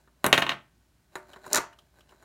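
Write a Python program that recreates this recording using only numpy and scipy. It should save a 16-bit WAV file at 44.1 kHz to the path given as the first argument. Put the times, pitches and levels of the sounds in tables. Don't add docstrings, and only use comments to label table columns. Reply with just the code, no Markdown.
import sys
import numpy as np
from scipy import signal
from scipy.fft import rfft, irfft
from scipy.io import wavfile

SR = 44100
rng = np.random.default_rng(int(sys.argv[2]) if len(sys.argv) > 2 else 0)


def output_pcm(signal):
    pcm = np.clip(np.atleast_2d(signal).T, -1, 1) * 32767
    wavfile.write(sys.argv[1], SR, np.round(pcm).astype(np.int16))


N = 99048
TAIL = int(.8 * SR)


def amp(db):
    return 10 ** (np.asarray(db) / 20)


def unit(x):
    return x / np.sqrt(np.mean(x ** 2))


def along(hz, points):
    freqs, values = np.array(points, float).T
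    return np.interp(np.log(np.maximum(hz, 1)), np.log(freqs), values)


def through(x, response):
    return signal.fftconvolve(x, response)[:len(x)]


def tone(x, points, size=4096):
    gains = amp(along(np.fft.rfftfreq(size, 1 / SR), points))
    cepstrum = irfft(np.log(gains))
    cepstrum[1:size // 2] *= 2
    cepstrum[size // 2 + 1:] = 0
    click = irfft(np.exp(rfft(cepstrum)))
    return through(x, click)


def add(out, start, x):
    i = int(np.clip(round(start * SR), 0, len(out) - 1))
    out[i:i + len(x)] += x[:len(out) - i]


def fade(fade_s):
    curve = np.exp(-np.log(1000) * np.arange(TAIL) / SR / fade_s)
    return curve / np.sqrt(np.sum(curve ** 2))


def ring(notes):
    t = np.arange(TAIL) / SR
    return sum(amp(db) * np.sqrt(2) * fade(fade_s) * np.cos(2 * np.pi * hz * t)
               for hz, db, fade_s in notes)


def magnet_ring(notes, hz):
    return ring([(k * hz, db, fade_s) for k, db, fade_s in notes if k * hz < SR / 2])


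def clatter(fade_s):
    return fade(fade_s) * rng.standard_normal(TAIL)


def direct():
    return signal.unit_impulse(TAIL)


def echoes(table):
    out = np.zeros(TAIL)
    for ms, db in table:
        add(out, ms / 1000, amp([db]))
    return out


# frequency in Hz, relative level in dB.
BACKGROUND_TONE = [(25, -24), (40, -14), (58, -3), (90, -6), (135, -5), (190, -11), (300, -13.5),
                   (500, -24), (1200, -24), (3000, -28), (8000, -31.5), (16000, -36)]

def background(noise_db=-68, hum_hz=58, hum_db=-70.5):
    noise = unit(tone(rng.standard_normal(N), BACKGROUND_TONE))
    hum = np.sqrt(2) * np.sin(2 * np.pi * hum_hz * np.arange(N) / SR)
    return amp(noise_db) * noise + amp(hum_db) * hum


# frequency in Hz, fade time in seconds.
ROOM_FADES = [(100, .42), (220, .27), (450, .24), (900, .27), (2000, .29), (4000, .26), (8000, .19),
              (15000, .14)]

def room(delay_s=.0026, rise_s=.004):
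    noise = rfft(rng.standard_normal(TAIL))
    hz = np.fft.rfftfreq(TAIL, 1 / SR)
    centres, fades = zip(*ROOM_FADES)
    tail = np.zeros(TAIL)
    for share, fade_s in zip(np.eye(len(centres)), fades):
        band = along(hz, list(zip(centres, share)))
        tail += irfft(noise * band, TAIL) * fade(fade_s)
    elapsed = np.maximum(np.arange(TAIL) / SR - delay_s, 0)
    return tail * (1 - np.exp(-elapsed / rise_s))


# start in seconds, level in dB, main pitch in Hz.
TICKS = [(1.3328, -27, 3040), (1.73, -36, 2980), (1.7879, -30, 3120), (2.007, -35.5, 3005),
         (2.092, -36.5, 2920)]
# multiple of the main pitch, level in dB, fade time in seconds.
TICK_NOTES = [(.4, -6, 0.0085), (1, 0, 0.0061), (1.25, -21.5, 0.0085), (1.75, -19.5, 0.0047)]

def ticks(walls, graze_s=.041, room_db=-8):
    out = np.zeros(N)
    for start, db, hz in TICKS:
        graze = clatter(graze_s) + amp(room_db) * walls
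        add(out, start, amp(db) * through(graze, magnet_ring(TICK_NOTES, hz)))
    return out


# time in seconds, level in dB.
SLIDE_LEVELS = [(0, -67.5), (.1, -86), (.21, -71.5), (.24, -60.5), (.3, -81), (1.089, -80.5),
                (1.135, -64.5), (1.25, -70), (1.299, -56.5), (1.412, -66), (1.428, -57), (1.471, -50.5),
                (1.495, -51), (1.528, -37), (1.58, -37), (1.62, -50), (1.7, -77), (1.799, -71.5),
                (1.921, -78.5), (1.987, -61.5), (2.06, -74.5), (2.111, -63), (2.19, -70), (2.25, -59)]
# frequency in Hz, relative level in dB.
SLIDE_TONE = [(60, -20), (250, 1.5), (380, 1), (620, 1.5), (850, 5), (1500, -6), (2500, -14.5), (3400, -17),
              (3950, -11.5), (4800, -22.5), (7000, -15.5), (8500, -22), (11500, -21), (16000, -26.5)]
# pitch in Hz, relative level in dB, fade time in seconds.
SLIDE_NOTES = [(385, -6, .07), (610, -5, .05), (1500, -4, .03), (3950, -11, .02), (7000, -17, .015)]

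def slide(catches_per_s=890, scatter_db=1, hiss_db=-6, ring_db=-3, rub_db=-3):
    catches = (rng.random(N) < catches_per_s / SR) * rng.standard_normal(N)
    catches *= amp(scatter_db * rng.exponential(size=N))
    force = unit(catches) + amp(hiss_db) * rng.standard_normal(N)
    rub = amp(rub_db) * unit(tone(force, SLIDE_TONE))
    ringing = amp(ring_db) * unit(through(force, ring(SLIDE_NOTES)))
    times, levels = zip(*SLIDE_LEVELS)
    return (rub + ringing) * amp(np.interp(np.arange(N) / SR, times, levels))


# time in seconds, level in dB.
GRIT_LEVELS = [(0.334, -73), (.345, -40), (.37, -49), (.395, -38.5), (.43, -64), (.48, -85), (.505, -59),
               (.535, -64), (.56, -90)]
# frequency in Hz, relative level in dB.
GRIT_TONE = [(1000, -24.5), (4000, -4), (6800, 0), (9000, -5.5), (11500, -1), (13500, -3), (16000, -11.5)]

def grit(grains_per_s=1100, grain_fade_s=.014):
    grains = (rng.random(N) < grains_per_s / SR) * rng.standard_normal(N)
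    crackle = unit(tone(through(grains, clatter(grain_fade_s)), GRIT_TONE))
    times, levels = zip(*GRIT_LEVELS)
    return crackle * amp(np.interp(np.arange(N) / SR, times, levels, left=-np.inf, right=-np.inf))


def panel_ripple(delay_at_1khz_s=.000701, size=4096):
    hz = np.fft.rfftfreq(size, 1 / SR)
    phase = 4 * np.pi * delay_at_1khz_s * np.sqrt(1000 * hz)
    return irfft(np.exp(-1j * phase))[:size // 4]


# frequency in Hz, level change in dB.
ECHO_TONE = [(3000, -2), (5000, -1.5), (8000, -5.5), (15000, -6.5)]

def hits(table, bands_hz, body, overall_tone, clatter_db, clatter_s):
    out = np.zeros(N)
    for start, *levels in table:
        burst = amp(clatter_db) * tone(clatter(clatter_s), ECHO_TONE)
        add(out, start, tone(body + burst, list(zip(bands_hz, levels))))
    return tone(through(out, panel_ripple()), overall_tone)


# start in seconds, then a level in dB for each band.
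TAPS = [(0.0750, -26.5, -21, -40, -54), (0.2432, 5, 10, 6, -10), (0.2648, 8.5, 7.5, 1, -14),
        (1.1549, -1.5, 5.5, -11.5, -8), (1.3120, -41, -33, -37, -35), (1.3330, -14, -16, -21.5, -68),
        (1.3610, -8, -9, -29, -31.5), (1.4430, -31, -10.5, -27, -44.5), (1.4640, -7, -4.5, -30.5, -12),
        (1.5432, -1.5, 11, 4, -45), (1.5550, 7, 3.5, 1, -11), (1.5625, -2.5, 10, 4, -3),
        (1.5745, 6.5, 8, 3.5, -13), (1.5815, 8.5, 7, -2, -36), (1.5890, 0, 11, -19, -28),
        (1.6390, -8.5, -1.5, -30, -30), (1.7270, -46, -19, -36, -48), (2.1215, -26, -15.5, -43, -42),
        (2.2260, -16, -19, -40.5, -27)]
TAP_BANDS_HZ = [220, 1100, 3200, 9000]
# pitch in Hz, level in dB, fade time in seconds.
TAP_NOTES = [(338, -25, 0.22), (375, -15, 0.24), (602, -23.5, 0.54), (688, -29.5, 0.46),
             (914.4, -24.5, 0.31), (1481, -26.5, 0.059), (1780, -25, 0.068), (3864, -5.5, 0.025),
             (4070, -10, .04), (6860, -7, .04)]
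# frequency in Hz, level change in dB.
TAP_TONE = [(40, -15.5), (120, -4), (350, -1), (900, 0.5), (1800, 6), (2700, -2.5), (4000, -5),
            (5000, -10.5), (7000, -6.5), (11000, -8), (16000, -18)]

def taps(walls, direct_db=-14, room_db=-7):
    body = amp(direct_db) * direct() + ring(TAP_NOTES) + amp(room_db) * walls
    return hits(TAPS, TAP_BANDS_HZ, body, TAP_TONE, clatter_db=0, clatter_s=.058)


# start in seconds, level in dB, main pitch in Hz.
SNAPS = [(0.2643, 6, 9500), (0.2655, 6.5, 11400), (1.5315, 13, 6840), (1.5471, 10.5, 6650),
         (1.5582, 9.5, 6880), (1.5667, 4.5, 6830), (1.5722, 4, 6900), (1.576, 1.5, 6770),
         (1.5820, -4, 6730), (1.585, -6, 6900)]
# multiple of the main pitch, level in dB, fade time in seconds.
SNAP_NOTES = [(.68, -16, .003), (.88, -11, 0.0031), (1.02, -9, 0.0034), (1.26, -18.5, 0.0057),
              (1.61, -21, 0.0052), (1.95, -25.5, .002)]
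# multiple of the main pitch, level change in dB.
SNAP_LOW_CUT = [(.08, -12), (.42, -12), (.62, -1), (.9, 0.5)]
# delay in milliseconds, level in dB.
SNAP_ECHOES = [(2.3, -16.5), (3.4, -11.5)]
# frequency in Hz, level change in dB.
SNAP_TONE = [(7000, -4.5), (11500, -4), (13500, -4.5), (16000, -12)]

def snaps(walls, clatter_db=-13, clatter_s=.03, room_db=-11):
    out = np.zeros(N)
    near = direct() + echoes(SNAP_ECHOES)
    for start, db, hz in SNAPS:
        click = near + amp(clatter_db) * clatter(clatter_s) + amp(room_db) * walls
        thin_click = tone(click, [(k * hz, level) for k, level in SNAP_LOW_CUT])
        add(out, start, amp(db) * through(thin_click, magnet_ring(SNAP_NOTES, hz)))
    return tone(out, SNAP_TONE)


# start in seconds, then a level in dB for each band.
CLACKS = [(0.2428, 15.5, 15, -3.5, -9, 3.5), (0.2550, 6, 6.5, -3, -10, -13.5),
          (0.2640, 15.5, 8.5, -0.5, -12.5, -2.5), (0.3280, 17.5, 18, 22, 12.5, 4),
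          (0.3776, 12.5, 15, 12, 1, -4.5), (0.4200, 0, -2.5, 7.5, -15, -15.5), (0.4228, 11, 9, 7, -1, -12),
          (0.4660, 3.5, 4.5, 2, -13, -20), (0.4926, 1, 5, 9, 1, -12), (0.5045, -27.5, 1.5, -6, -7, -49),
          (0.5160, -16.5, 3.5, -4, -14, -29.5), (0.5205, -1, -2.5, -1, -12, -44),
          (0.5360, 1.5, -49, -35, -36, -34)]
CLACK_BANDS_HZ = [220, 1100, 3200, 5300, 9500]
# pitch in Hz, level in dB, fade time in seconds.
PANEL_NOTES = [(137, -26, .45), (268, -23, .26), (350, -26, .24), (594, -24, .24), (686, -26, .24),
               (1087, -27, .27), (1244, -27, .22), (1549, -25, .27), (1847, -24, .27), (2372, -28, .28),
               (2573, -26, .26), (2891, -27, .24), (3176, -24, .22), (2826, -16, .035), (3750, -14, .04),
               (4220, -16, .025), (6400, -12, .012), (9700, -14, .012), (11300, -13, .012),
               (13500, -14, .01)]
# delay in milliseconds, level in dB.
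CLACK_ECHOES = [(1.0, 0), (2.65, 3.5), (4.75, -9.5), (13.4, -9), (16.6, -10), (19.2, -12.5)]
# frequency in Hz, level change in dB.
CLACK_ROOM_TONE = [(150, -0.5), (500, 6), (1500, -0.5), (4000, -3), (6000, -0.5), (11500, 3), (15000, -3.5)]
# frequency in Hz, level change in dB.
CLACK_TONE = [(35, -21.5), (70, -7), (140, -0.5), (460, -1.5), (700, 1.5), (2000, 2), (4100, -2),
              (4800, -9), (6500, -4.5), (8500, -4), (11500, -6.5), (14500, -12), (16000, -3.5)]

def clacks(walls, near_db=-9, crack_db=-11, crack_s=.006, room_db=-6):
    near = amp(near_db) * (direct() + tone(echoes(CLACK_ECHOES), ECHO_TONE))
    crack = amp(crack_db) * clatter(crack_s)
    far = amp(room_db) * tone(walls, CLACK_ROOM_TONE)
    body = near + crack + ring(PANEL_NOTES) + far
    return hits(CLACKS, CLACK_BANDS_HZ, body, CLACK_TONE, clatter_db=1, clatter_s=.081)


def scene():
    walls = room()
    foreground = clacks(walls) + grit() + taps(walls) + snaps(walls) + ticks(walls) + slide()
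    return (foreground + background())[None]


def record(dry, top_hz=15800):
    treble_cut = signal.ellip(10, .2, 70, top_hz, fs=SR, output="sos")
    return signal.sosfilt(treble_cut, np.clip(dry, -1, 1))


dry = scene()
out = record(dry)
output_pcm(out)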